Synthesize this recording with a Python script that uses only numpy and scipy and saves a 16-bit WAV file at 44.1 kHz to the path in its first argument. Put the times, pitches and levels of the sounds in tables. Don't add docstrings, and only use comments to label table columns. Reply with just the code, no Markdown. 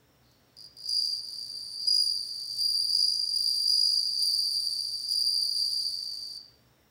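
import sys
import numpy as np
from scipy import signal
from scipy.fft import rfft, irfft
from scipy.io import wavfile

SR = 44100
rng = np.random.default_rng(int(sys.argv[2]) if len(sys.argv) > 2 else 0)


def elevation(decibels):
    levels = np.asarray(decibels, float)
    return 10 ** (levels / 20)


def dump(signal):
    limited = np.clip(np.atleast_2d(signal).T, -1, 1)
    pcm = np.round(limited * 32767).astype(np.int16)
    wavfile.write(sys.argv[1], SR, pcm)


N = 304290
TIME = np.arange(N) / SR
# (time [s], level [dB], time to fall 60 dB [s])
SKIDS = [
    (0.315, -59, 0.023),
    (4.233, -37, 0.018),
    (5.124, -37, 0.062),
    (5.215, -44, 0.024),
]


def columns(rows, at=TIME):
    s, *rest = np.transpose(rows)
    return [np.interp(at, s, c) for c in rest]


def coloured(points, gate=1):
    hz, db = np.transpose(points)
    grid_hz = np.arange(N // 2 + 1) * SR / N + 1e-3
    shape = elevation(np.interp(np.log(grid_hz), np.log(hz), db, -200, -200))
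    spectrum = rfft(gate * rng.standard_normal(N))
    return irfft(spectrum * shape / np.sqrt(np.mean(shape ** 2)), N)


def narrow(hz, width):
    r = np.exp(-np.pi * width / SR)
    a = [1, -2 * r * np.cos(2 * np.pi * hz / SR), r * r]
    once = signal.lfilter([1, 0, -1], a, rng.standard_normal(N + SR))
    x = signal.lfilter([1], a, once)[SR:]
    return x / x.std()


def room(dry, wet_db, glass_db, wall_db):
    # (centre [Hz], time to fall 60 dB [s], level [dB])
    tail_bands = [(4700, .5, 0), (9500, .27, -7), (14300, .25, -3.5)]
    wall_s = 0.008
    t = np.arange(SR // 2) / SR
    reply = np.zeros(SR // 2)
    for hz, t60, db in tail_bands:
        band = signal.butter(2, [hz - 2400, hz + 2400], "band", fs=SR, output="sos")
        tail = rng.standard_normal(SR // 2) * elevation(-60 * t / t60) * np.clip(t / .008, 0, 1)
        tail *= elevation(wet_db) * np.sqrt(np.log(1e6) / SR / tail_bands[0][1])
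        tail[round(wall_s * SR)] += elevation(wall_db)
        reply += elevation(db) * signal.sosfilt(band, tail)
    glass = rng.standard_normal(SR // 2) * elevation(-60 * t / 0.023)
    reply += elevation(glass_db) * glass / np.sqrt(np.sum(glass ** 2))
    heard = dry + signal.fftconvolve(dry, reply)[:N]
    return heard / np.sqrt(1 + elevation(2 * wet_db) + elevation(2 * glass_db) + elevation(2 * wall_db))


def strokes(phrases, count):
    out = []
    for s, total, first_ms, last_ms, drag_ms in phrases:
        k = np.arange(total - 1)
        slowing = (k / (total - 1)) ** 2
        beats_ms = first_ms + (last_ms - first_ms) * slowing + drag_ms * (k < count)
        out.append(s + np.append(0, np.cumsum(beats_ms)) / 1000)
    return out


def unskidded(phrases):
    times = np.concatenate(phrases)
    late = times[:, None] - np.array(SKIDS)[:, 0]
    return times[~np.any((late > 0) & (late < .017), axis=1)]


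def tiring(phrases, fresh, opening, closing, entry=(0, .01)):
    offset, settle_s = entry
    rows = []
    for p, a, b in zip(phrases, opening, closing):
        settled = p[0] + settle_s
        tired = settled + np.clip(fresh, .01, .5) * (p[-1] - p[0] - settle_s)
        rows += [(p[0] - .008, a + offset), (settled, a), (tired, a), (p[-1] + .006, b)]
    return columns(rows)[0]


def wings(times, pitch_hz, partials_db, duty, lead, sag, rasp_db, tick_db, uneven_db):
    # (frequency [Hz], level per Hz [dB])
    rasp_spectrum = [(2500, -35), (3600, -17), (4030, -11), (4170, 7), (4500, -6.5), (5300, 2.5),
                     (6100, -5), (6600, -10), (8500, -12.5), (10100, -8), (10400, -30), (10800, -16.5),
                     (11200, -11.5), (15800, -15.5)]
    # (frequency [Hz], level per Hz [dB])
    tick_spectrum = [(4600, -16), (5300, -6), (5900, 4), (6500, -8), (7500, -10.5), (9000, -17.5),
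                     (10600, -15.5), (11800, -15.5), (13500, -24), (14900, -6.5), (15500, -3),
                     (15820, -12.5)]
    luck = np.clip(rng.standard_normal((len(times), 5)), -1.8, 1.8)

    beat, usual = np.diff(times, append=np.inf), np.median(np.diff(times))
    beat = np.where(beat > 3 * usual, usual, np.minimum(beat, 1.7 * usual))
    duty_then = (duty * np.ones(N))[(times * SR).astype(int)]
    length = beat * duty_then * (1 + .05 * luck[:, 1])
    starts = times - lead * length + 0.00017 * luck[:, 0]

    which = np.clip(np.searchsorted(starts, TIME) - 1, 0, None)
    since = TIME - starts[which]
    along = np.clip(since / length[which], 0, 1)
    swell = np.sin(np.pi / 2 * np.clip(along / .3, 0, 1) * np.clip((1 - along) / .4, 0, 1)) ** 2
    swell *= 2 * elevation(uneven_db * luck[which, 3])

    hz = pitch_hz * (1 + sag * (.5 - along) + .004 * luck[which, 2])
    phase = 2 * np.pi * np.cumsum(hz) / SR + 10 * luck[which, 0]
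    tone = swell * sum(elevation(db) * np.sin((k + 1) * phase) for k, db in enumerate(partials_db))
    rasp = coloured(rasp_spectrum, swell * elevation(partials_db[0] + rasp_db))
    catch = (since > 0) * elevation(-60 * np.abs(since) / .006 + 3 * luck[which, 4])
    return tone + rasp + coloured(tick_spectrum, catch * elevation(partials_db[0] + tick_db))


def room_tone():
    # (frequency [Hz], level per Hz [dB])
    hum = [(15, -73), (25, -33), (45, -17.5), (65, 2.5), (92, -7.5), (124, 0), (201, -8), (231, -4),
           (300, -6.5), (331, -6.5), (374, -10.5), (438, -7), (816, -14), (1930, -17), (3000, -27.5),
           (3900, -62), (6600, -120)]
    # (frequency [Hz], level per Hz [dB])
    hiss = [(1760, -27.5), (3000, -5), (3260, -8.5), (3590, -4), (4880, -13.5), (5420, -2), (5970, -12),
            (7350, -12), (9320, -15), (10600, -16.5), (12200, -19), (15200, -6), (15800, -5)]
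    # (frequency [Hz], width [Hz], level [dB])
    distant = [(5560, 220, -82.5), (5160, 120, -94), (119.6, 8.3, -74.5)]
    # (time [s], level [dB])
    rustle = [
        (.18, -100),
        (.24, -73),
        (.3, -68.5),
        (.42, -77),
        (.55, -78),
        (.7, -100),
    ]
    tones = sum(elevation(db) * narrow(hz, width) for hz, width, db in distant)
    scratch = elevation(columns(rustle)[0]) * narrow(4400, 700)
    return elevation(-65.5) * coloured(hum) + elevation(-71.5) * coloured(hiss) + tones + scratch


def skids():
    gate = sum(elevation(db - 60 * np.abs(TIME - s) / t60) * (TIME > s) for s, db, t60 in SKIDS)
    rasp = coloured([(2800, -18.5), (4200, 2), (7500, 1.5), (9500, -21.5), (11500, 4.0), (15800, -27)], gate)
    return room(rasp, wet_db=-9.5, glass_db=-2.5, wall_db=-9.5)


def back_male():
    # (first stroke [s], strokes [count], first beat [ms], last beat [ms], drag of opening beats [ms])
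    beats = [
        (.5679, 6, 18.36, 18.36, 0),
        (.7677, 25, 17.3, 17.62, 0),
        (1.2517, 29, 17.56, 17.49, 0),
        (2.2267, 21, 18.9, 18.46, 0),
        (3.3086, 21, 18.77, 20.15, 0),
        (4.5159, 33, 18.16, 18.7, 0),
        (5.5726, 43, 18.4, 19.71, 0),
    ]
    # (fresh level [dB], spent level [dB], wing pitch [Hz], sounding share of a beat [0-1])
    voice = [(-41.5, -43.5, 4800, .23), (-41.5, -36.5, 4760, .4), (-37.5, -42, 4710, .51),
             (-38, -30, 4705, .53), (-32, -32.5, 4710, .58), (-33, -37, 4680, .56), (-33.5, -41, 4675, .6)]
    phrases = strokes(beats, count=0)
    fresh_db, spent_db, pitch_hz, share = np.transpose(voice)
    db = tiring(phrases, 0.18, fresh_db, spent_db, entry=(-1.5, .06))
    hz = tiring(phrases, 0, pitch_hz, pitch_hz - 30)
    duty = tiring(phrases, 0, .9 * share, 1.3 * share)
    song = wings(np.concatenate(phrases), hz, [db, db - 15.5, db - 39.5],
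                 duty, lead=0.09, sag=.035, rasp_db=-18, tick_db=-11, uneven_db=1.5)
    return room(song, wet_db=-2.0, glass_db=-3.5, wall_db=-1.5)


def chorus():
    # (time [s], peak level [dB], hold [s], fade [dB/s])
    swells = [
        (0.89, -28, 0.065, 42.5),
        (1.2, -41, 0.55, 20),
        (1.813, -30.5, 0.2, 21),
        (2.62, -30, .15, 19),
        (2.907, -25.5, 0.042, 29.5),
        (3.36, -29.5, 0.19, 30),
        (3.64, -27.5, 0.37, 37),
        (4.197, -23.5, 0.034, 18.5),
        (5.1, -28.5, 0.56, 19.5),
    ]
    # (time [s], pitch [Hz])
    pitch = [(0.9, 4773), (1.63, 4677), (1.94, 4797), (2.23, 4685), (3.17, 4775), (4.82, 4668),
             (5.16, 4774), (5.36, 4688), (6.38, 4684)]
    rise_db_per_s, stop_s = 221, 6.38
    levels_db = []
    for s, peak_db, hold, fade in swells:
        rising = rise_db_per_s * np.clip(s - TIME, 0, None)
        fading = fade * np.clip(TIME - s - hold, 0, None)
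        levels_db.append(peak_db - rising - fading)
    db = np.max(levels_db, axis=0)
    mean_hz, = columns(pitch)
    partials_db = [db - 6.5, db - 29, db - 43]
    song = sum(wings(np.arange(.8, 6.37, 1 / beats_hz), mean_hz * tuning, partials_db,
                     duty=.7, lead=0, sag=.04, rasp_db=-21.5, tick_db=-10, uneven_db=2.1)
               for beats_hz, tuning in [(53.3, .966), (56.1, .992), (54.6, 1.022)])
    return room(song * (TIME < stop_s), wet_db=1.0, glass_db=-4.5, wall_db=-16)


def ticking_male():
    # (first stroke [s], strokes [count], first beat [ms], last beat [ms], drag of opening beat [ms])
    beats = [
        (.8898, 15, 18.32, 18.07, 0),
        (1.872, 16, 18.86, 18.7, 13.57),
        (2.9285, 21, 18.88, 19.29, 0),
        (3.676, 27, 19.17, 21.62, 0),
    ]
    # (fresh level [dB], spent level [dB], wing pitch [Hz], pitch lost by the end [Hz])
    voice = [(-28, -34, 4815, 35), (-24.5, -34.5, 4850, 110), (-26, -33, 4840, 89), (-26, -34.5, 4845, 83)]
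    fresh = .3
    phrases = strokes(beats, count=1)
    fresh_db, spent_db, pitch_hz, sink_hz = np.transpose(voice)
    db = tiring(phrases, fresh, fresh_db, spent_db, entry=(0.3, .04))
    hz = tiring(phrases, fresh, pitch_hz, pitch_hz - sink_hz)
    song = wings(np.concatenate(phrases), hz, [db, db - 18.0, db - 36.5],
                 duty=.74, lead=.12, sag=.03, rasp_db=-32, tick_db=-5.5, uneven_db=0.5)
    return room(song, wet_db=0.9, glass_db=-1.5, wall_db=-1.5)


def front_male():
    # (first stroke [s], strokes [count], first beat [ms], last beat [ms], drag of opening beats [ms])
    beats = [
        (1.1646, 38, 17.48, 19.75, 0),
        (1.9643, 35, 17.22, 19.34, 0),
        (2.5905, 39, 17.37, 20.33, 4.98),
        (3.338, 44, 17.7, 20.6, 7.38),
        (4.1945, 46, 18.1, 18.89, 14.07),
        (5.0905, 45, 18.53, 19.2, 5.58),
    ]
    # (fresh octave [dB], spent octave [dB], wing pitch [Hz], fundamental over octave [dB])
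    voice = [(-53, -51, 4738, 5.5), (-43, -57, 4755, 4.5), (-38.5, -51, 4745, 12), (-40.5, -47, 4750, 10.5),
             (-38, -49, 4742, 8), (-39, -46.5, 4750, 10)]
    phrases = strokes(beats, count=2)
    fresh_db, spent_db, pitch_hz, over_db = np.transpose(voice)
    second = tiring(phrases, .08, fresh_db, spent_db, entry=(-5, .025))
    third = -49.5 + 1.6 * (second + 40)
    first = second + tiring(phrases, 0, over_db, over_db)
    hz = tiring(phrases, 0, pitch_hz, pitch_hz - 24.95, entry=(50, .14))
    song = wings(unskidded(phrases), hz, [first, second + 0.92, third],
                 duty=.74, lead=.46, sag=.028, rasp_db=-26, tick_db=-19.5, uneven_db=-1.7)
    return room(song, wet_db=2.5, glass_db=-12.5, wall_db=-17.5)


def scene():
    return (room_tone() + skids() + back_male() + chorus() + ticking_male() + front_male())[None]


def top_cut(x):
    return signal.sosfilt(signal.butter(12, 16490, fs=SR, output="sos"), x)


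def record(dry):
    top_hz = 15830
    hz = np.arange(N // 2 + 1) * SR / N
    mix = irfft(rfft(dry) * (hz < top_hz), N)
    return top_cut(mix)


dry = scene()
out = record(dry)
dump(out)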